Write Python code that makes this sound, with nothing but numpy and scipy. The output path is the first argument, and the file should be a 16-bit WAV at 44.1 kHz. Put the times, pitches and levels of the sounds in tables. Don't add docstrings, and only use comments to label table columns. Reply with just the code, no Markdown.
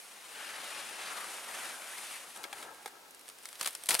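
import sys
import numpy as np
from scipy import signal
from scipy.fft import rfft, irfft
from scipy.io import wavfile
from scipy.ndimage import uniform_filter1d

SR = 44100
rng = np.random.default_rng(int(sys.argv[2]) if len(sys.argv) > 2 else 0)


def waveform_to_disk(signal):
    frames = np.transpose(np.atleast_2d(signal))
    scaled = np.clip(frames, -1, 1) * 32767
    samples = np.round(scaled).astype(np.int16)
    wavfile.write(sys.argv[1], SR, samples)


N = 176400

# frequency in Hz, relative density in dB.
HUSH_SPECTRUM = [(25, -19), (100, -21), (200, -11.5), (460, -4.5), (900, -6), (2000, -9), (5000, -10.5),
                 (10000, -12), (13000, -14.5), (16000, -20.5)]
# frequency in Hz, gain in dB.
SIDE_GAIN = [(60, -9), (200, -23), (700, -10.5), (2400, -8), (4400, -9.5), (8000, -10.5), (15000, -15)]
# frequency in Hz, level difference in dB.
LEFT_EXCESS = [(100, 0.5), (500, 0.5), (2000, 3), (8000, 2.5), (14000, -5)]
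# frequency in Hz, width before widening in Hz, gain in dB.
CORE_MODES = [(840, 77, -3), (1309, 33, -2), (1604, 43, -4.5), (2140, 85, -9), (2330, 39, -16),
              (3280, 83, -11)]
# time in seconds, level in dB.
RUB_LEVEL = [(.25, -60), (.45, -58), (.9, -55), (1.2, -54), (1.7, -58), (2.1, -59), (2.3, -86),
             (2.37, -51.5), (2.5, -62), (2.55, -50.5), (2.63, -51.5), (2.7, -52), (2.8, -56.5),
             (2.9, -58.5), (3.05, -60.5), (3.2, -66), (3.5, -68)]
# start in seconds, level in dB, crack re knock in dB, bass gain in dB.
CORE_KNOCKS = [(2.361, -44.5, 10.5, 4), (2.4395, -26, -11.5, -9.5), (2.451, -41.5, -10, 8),
               (2.5285, -30.5, -0.5, -0.5), (2.583, -50, 14.5, -4), (2.627, -35.5, -2, -3),
               (2.859, -29.5, -2, 0), (2.877, -44.5, 10, 1)]
# frequency in Hz, relative density in dB.
CREASE_SPECTRUM = [(60, -33), (150, -20), (400, -10.5), (700, -4.5), (1500, -3.5), (2200, -4), (4300, -5.5),
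                   (6400, -9), (9400, -1.5), (12000, -8), (16000, -24.5)]
# time in seconds, level before the band gains in dB.
CRUMPLE_LEVEL = [(3.2, -68), (3.26, -59.5), (3.29, -54), (3.33, -65), (3.4, -63), (3.45, -55.5),
                 (3.51, -56), (3.55, -55), (3.585, -57), (3.6, -49.5), (3.63, -42.5), (3.65, -49),
                 (3.68, -38.5), (3.7, -51.5), (3.77, -54.5), (3.8, -55.5), (3.86, -53.5), (3.885, -56),
                 (3.9, -33), (3.96, -37.5), (3.985, -45), (4, -31)]
# start in seconds, level in dB, bass gain in dB, treble gain in dB,
# rise in seconds, decay in seconds.
CREASES = [(2.372, -39, -12, 9, 0.001, 0.002), (2.4325, -34, -12, 5, 0.001, 0.0015),
           (2.6055, -40, -12, 6, 0.001, 0.0015), (2.6143, -38, -10, 2, 0.001, 0.0015),
           (2.745, -41, -10, 1, 0.0012, 0.002), (2.821, -53, -10, 6, 0.0015, 0.003),
           (2.827, -50, -10, 9, 0.0015, 0.004), (3.1074, -37.5, -10, 2.5, 0.0016, 0.0015),
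           (3.1462, -33, -13, -2, 0.0012, 0.0013), (3.193, -40, -8, 1, 0.0013, 0.0022),
           (3.2104, -40, -9, 0, 0.0012, 0.0027), (3.28, -35, -3, 0, 0.001, 0.0017),
           (3.2877, -33.5, 1, 3.5, 0.0012, 0.002), (3.2978, -34.5, -6, -1, 0.0016, 0.0022),
           (3.3854, -38.5, -9, 0, 0.0012, 0.0019), (3.4318, -44, -10, 6, 0.0012, 0.0017),
           (3.4548, -18.5, -31, -5.5, 0.0011, 0.0011), (3.487, -31.5, -9, 0, 0.0016, 0.002),
           (3.528, -34.5, -7, 2, 0.0011, 0.002), (3.5535, -30, -17, -7, 0.0014, 0.0021),
           (3.595, -31, -14, -1, 0.001, 0.0044), (3.6106, -14, 0.5, -4, 0.0011, 0.0021),
           (3.6276, -24, 0, 1, 0.0021, 0.0025), (3.6456, -22, -9, -4, 0.0011, 0.0025),
           (3.6568, -20, -2, -3, 0.0013, 0.0024), (3.66, -12, -4.5, -3, 0.001, 0.0018),
           (3.674, -16.5, -5, 3, 0.0008, 0.0014), (3.7068, -36.5, 1, 8, 0.00088, 0.0018),
           (3.7295, -39, -10, 7, 0.0011, 0.002), (3.7496, -18.5, -7, -3.5, 0.0018, 0.0013),
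           (3.836, -28, -7, 1.5, 0.0011, 0.0023), (3.8576, -32, -12, 10, 0.0012, 0.0016),
           (3.8675, -29, -3, 4, 0.0011, 0.0018), (3.887, -21.5, -2, 2, 0.00062, 0.003),
           (3.8893, -9.5, -1.5, 0.5, 0.0006, 0.0018), (3.8923, -20, -3, 7, 0.0021, 0.0025),
           (3.895, -12.5, 4, -5, 0.00093, 0.001), (3.9063, -10.5, -5, 4, 0.001, 0.00087),
           (3.908, -13, 0, -12, 0.001, 0.0024), (3.9132, -16, 5, -2, 0.0013, 0.0019),
           (3.93, -24, 9, 1, 0.0018, 0.0025), (3.9422, -14, 3, 2.5, 0.0022, 0.0024),
           (3.9502, -8.5, 2, -6, 0.001, 0.00069), (3.9885, -35, -7, 3, 0.001, 0.002),
           (3.9924, -10, -5.5, -3.5, 0.0011, 0.0019)]
# frequency in Hz, relative density in dB.
SLIDE_SPECTRUM = [(60, -32), (127, -30), (210, -13), (480, -9), (560, -3.5), (1070, -1.5), (2400, -0.5),
                  (5450, -7.5), (7500, -7.5), (9700, -3.5), (12000, -11.5), (14800, -23.5), (16000, -33)]
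# time in seconds, pitch in Hz, boost at that pitch in dB.
TAUT_SPAN = [(.3, 1600, -1), (.4, 1580, 11), (.53, 1600, 7), (.6, 2110, 1), (.7, 2100, -1.5),
             (.76, 2250, 3), (.92, 2360, 2.5), (.98, 1450, 0), (1.1, 1400, 4), (1.2, 1240, 6.5),
             (1.4, 1300, -1), (1.6, 1400, 2.5), (1.9, 1610, 6.5), (2.05, 2800, 2), (2.2, 2600, 3),
             (2.3, 1550, -5)]
# time in seconds, level of the middle band in dB, bass re that in dB, treble re that in dB.
PULL_LEVEL = [(0, -61.5, 2, 5.5), (.2, -58, 1, 1.5), (.33, -55.5, 2.5, 2), (.43, -48.5, -1, -3.5),
              (.6, -48.5, 1, -2), (.7, -47, -0.5, -1.5), (.77, -44, -0.5, -5), (.82, -46.5, -2, -4),
              (.89, -47, -9, -2), (.95, -48, -1.5, -4), (1.08, -46.5, -1, -3.5), (1.2, -49, 5.5, 2),
              (1.3, -49, 1.5, 0.5), (1.5, -51, 3, 3), (1.66, -48, 3.5, 1.5), (1.78, -54, 4, 3),
              (1.95, -52.5, 1, 4), (2.14, -48.5, -2, 2.5), (2.26, -57.5, 6, 3.5), (2.36, -56.5, -2, 2.5),
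              (2.5, -61.5, 10, -1), (2.56, -56, 2.5, 3), (2.64, -54.5, 5, 1), (2.68, -65.5, -6, 2),
              (3.0, -67, 4, 1)]

BASS_HZ, TREBLE_HZ = 1473, 6000
HUSH_DB = -58
ROOM_DB, ROOM_T60_S = -20, 0.068
SCATTER_S, SHIFTS_PER_S = 0.0031, 25
TOP_HZ = 15900
RUB_TOP_HZ, RUB_WIDEN = 1800, 2.8
KNOCK_WIDEN, THUD_HZ, THUD_DB, CRACK_LOW_HZ = 2, 480, -10, 700
GRAINS_PER_S, CREASE_S = 1500, .00008
CRUMPLE_BASS_DB, CRUMPLE_TREBLE_DB = 2.5, 1
SPIKE_DB, CREASE_GAIN = 4., 1.286
SNAP_DB, SNAP_RECOIL = 13, 0.68
TAIL_DB, TAIL_S, BASS_LINGERS = -15.5, 0.012, 2.8
JUDDER_DB, SWELL_DB, NEIGHBOUR_DB = 1, .3, .3
FLICKER_DB, SMOOTH_ABOVE_HZ = 1.6, 4500
SPAN_OCTAVES = 0.13


def undb(db):
    return 10 ** (np.asarray(db) / 20)


def unit(x):
    return x / np.sqrt(np.mean(x ** 2))


def curve(table, col=1):
    rows = np.array(table)
    return np.interp(np.arange(N) / SR, rows[:, 0], rows[:, col])


def at(table, hz):
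    rows = np.array(table)
    return np.interp(np.log(hz + 1), np.log(rows[:, 0]), rows[:, 1])


def colour(x, table):
    cepstrum = irfft(np.log(undb(at(table, np.fft.rfftfreq(2048, 1 / SR)))))
    cepstrum[1:1024] *= 2
    cepstrum[1025:] = 0
    h = irfft(np.exp(rfft(cepstrum)))[:1024]
    return signal.fftconvolve(x, unit(h) / np.sqrt(len(h)))[:len(x)]


def split(x):
    f, spec = np.fft.rfftfreq(len(x), 1 / SR), rfft(x)
    low = irfft(spec / (1 + (f / BASS_HZ) ** 4), len(x))
    high = irfft(spec * (1 - 1 / (1 + (f / TREBLE_HZ) ** 4)), len(x))
    return low, x - low - high, high


def ring(x, hz, width):
    r = np.exp(-np.pi * width / SR)
    return signal.lfilter([1 - r, 0, r - 1], [1, -2 * r * np.cos(2 * np.pi * hz / SR), r * r], x)


def highpass(x, order, hz):
    return signal.sosfilt(signal.butter(order, hz, "high", fs=SR, output="sos"), x)


def walk(rate):
    k = int(SR / rate)
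    held = np.repeat(rng.standard_normal(N // k + 1), k)
    return unit(uniform_filter1d(uniform_filter1d(held, k), k)[:N])


def grains(per_s, spread_db):
    excess = np.minimum(rng.exponential(size=N), 3)
    return (rng.random(N) < per_s / SR) * rng.standard_normal(N) * undb(spread_db * excess)


def hush():
    mid, side = (unit(colour(rng.standard_normal(N), HUSH_SPECTRUM)) for _ in range(2))
    side = colour(side, [(60, 5.0), (150, -1.0), (4000, 2.0), (14000, -29.0)])
    return undb(HUSH_DB) * (mid + 0.41 * side * np.array([[1], [-1]]))


def room(near):
    tt = np.arange(SR // 3) / SR
    echoes = rng.standard_normal((2, len(tt))) * undb(-60 * tt / ROOM_T60_S) * (tt > .004)
    wet = [signal.fftconvolve(near, e / np.linalg.norm(e))[:N] for e in echoes]
    return undb(ROOM_DB) * np.array(wet)


def stereo(near):
    tt = np.arange(SR // 3) / SR
    f = np.fft.rfftfreq(N, 1 / SR)
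    scatter = rng.standard_normal((2, len(tt))) * np.exp(-tt / SCATTER_S)
    turn = np.pi / 2 * walk(SHIFTS_PER_S)
    gain = undb(at(SIDE_GAIN, f))
    side = 0
    for weight, s in zip((np.cos(turn), np.sin(turn)), scatter):
        side = side + irfft(rfft(near * weight) * rfft(s / np.linalg.norm(s), N) * gain, N)
    left_db = at(LEFT_EXCESS, f)
    pair = irfft(rfft(near) * undb(np.array([left_db, -left_db]) / 2), N)
    return pair + side * np.array([[1], [-1]])


def core_body(x, widen):
    return sum(undb(db) * ring(x, hz, width * widen) for hz, width, db in CORE_MODES)


def core_rub():
    t = np.arange(N) / SR
    fade_in = np.clip((t - RUB_LEVEL[0][0]) / 0.14, 0, 1)
    fade_out = np.clip((RUB_LEVEL[-1][0] - t) / 0.23, 0, 1)
    rough = rng.standard_normal(N) * undb(1.5 * walk(40))
    drag = signal.sosfilt(signal.butter(6, RUB_TOP_HZ, fs=SR, output="sos"), rough)
    hum = core_body(drag, RUB_WIDEN) + undb(-9.5) * ring(drag, THUD_HZ, 240.0)
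    return unit(hum) * undb(curve(RUB_LEVEL)) * fade_in * fade_out


def core_knocks():
    out = np.zeros(N)
    tt = np.arange(SR // 10) / SR
    for s, db, crack_db, bass_db in CORE_KNOCKS:
        noise = rng.standard_normal(len(tt))
        push = noise * np.exp(-tt / 0.0042)
        knock = core_body(push, KNOCK_WIDEN) + undb(THUD_DB) * ring(push, THUD_HZ, 170.0)
        knock = highpass(knock, 3, THUD_HZ / 2)
        crack = colour(noise, CREASE_SPECTRUM) * np.exp(-tt / 0.006) / 3
        crack = highpass(crack, 2, CRACK_LOW_HZ)
        low, mid, high = split(knock / abs(knock).max() + undb(crack_db) * crack)
        i = int(s * SR)
        out[i:i + len(tt)] += undb(db) * (undb(bass_db) * low + mid + high)
    return out


def crumple():
    tt = np.arange(SR // 200) / SR
    crease = rng.standard_normal(len(tt)) * np.exp(-tt / CREASE_S)
    creases = unit(np.convolve(grains(GRAINS_PER_S, 1.9), crease)[:N]) * undb(0.65 * walk(89.87))
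    bed = unit(colour(creases + 0.71 * rng.standard_normal(N), CREASE_SPECTRUM))
    low, mid, high = split(bed)
    bed = undb(CRUMPLE_BASS_DB) * low + mid + undb(CRUMPLE_TREBLE_DB) * high
    fade_in = np.clip((np.arange(N) / SR - CRUMPLE_LEVEL[0][0]) / 0.084, 0, 1)
    return bed * undb(curve(CRUMPLE_LEVEL)) * fade_in


def crackles():
    tt = np.arange(SR // 8) / SR
    out = np.zeros(N + len(tt))
    for s, db, bass_db, treble_db, rise_s, decay_s in CREASES:
        noise, size = rng.standard_normal((2, len(tt)))
        after = np.maximum(tt - rise_s, 0)
        rise = np.minimum(tt / rise_s, 1)
        shape = np.exp(-after / decay_s) + undb(TAIL_DB) * np.exp(-after / TAIL_S)
        shape *= rise ** 2
        burst = noise * undb(SPIKE_DB * np.clip(size, -2, 1.5)) * shape
        burst *= CREASE_GAIN * np.linalg.norm(shape) / np.linalg.norm(burst)
        k = int(rise_s * SR)
        burst[[k, k + 3]] += np.sign(noise[0]) * undb(SNAP_DB) * np.array([1, -SNAP_RECOIL])
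        _, mid, high = split(colour(burst / undb(SNAP_DB), CREASE_SPECTRUM))
        slow = rise * np.exp(-after / (BASS_LINGERS * decay_s))
        low = split(colour(noise * slow / undb(SNAP_DB), CREASE_SPECTRUM))[0]
        i = int(s * SR)
        out[i:i + len(tt)] += undb(db) * (mid + undb(bass_db) * low + undb(treble_db) * high)
    return out[:N]


def slide():
    brushing = rng.standard_normal(N) * undb(JUDDER_DB * walk(120))
    fibres = unit(brushing + 0.18 * unit(grains(600, 0.67)))
    spec, f = rfft(colour(fibres, SLIDE_SPECTRUM)), np.fft.rfftfreq(N, 1 / SR) + 1
    swell, near = walk(8), walk(8)
    span_hz, boost_db = curve(TAUT_SPAN), curve(TAUT_SPAN, col=2)
    out = 0
    for hz in 60 * 2 ** np.arange(0, 8.4, 1 / 6):
        near = .9 * near + .44 * walk(8)
        share = np.cos(np.pi / 2 * np.clip(6 * np.log2(f / hz), -1, 1)) ** 2
        taut_db = boost_db * np.exp(-(np.log2(hz / span_hz) / SPAN_OCTAVES) ** 2)
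        flicker_db = FLICKER_DB * walk(30.08) / (1 + hz / SMOOTH_ABOVE_HZ)
        band_db = taut_db + SWELL_DB * swell + NEIGHBOUR_DB * near + flicker_db
        out = out + irfft(spec * share, N) * undb(band_db)
    low, mid, high = split(out)
    fade_out = np.clip((PULL_LEVEL[-1][0] - np.arange(N) / SR) / 0.11, 0, 1)
    bands = low * undb(curve(PULL_LEVEL, col=2)) + mid + high * undb(curve(PULL_LEVEL, col=3))
    return bands * undb(curve(PULL_LEVEL)) * fade_out / mid.std()


def scene():
    near = slide() + core_rub() + core_knocks() + crumple() + crackles()
    return stereo(near) + room(near) + hush()


def record(dry):
    return signal.sosfilt(signal.ellip(10, .2, 70, TOP_HZ, fs=SR, output="sos"), dry)


dry = scene()
out = record(dry)
waveform_to_disk(out)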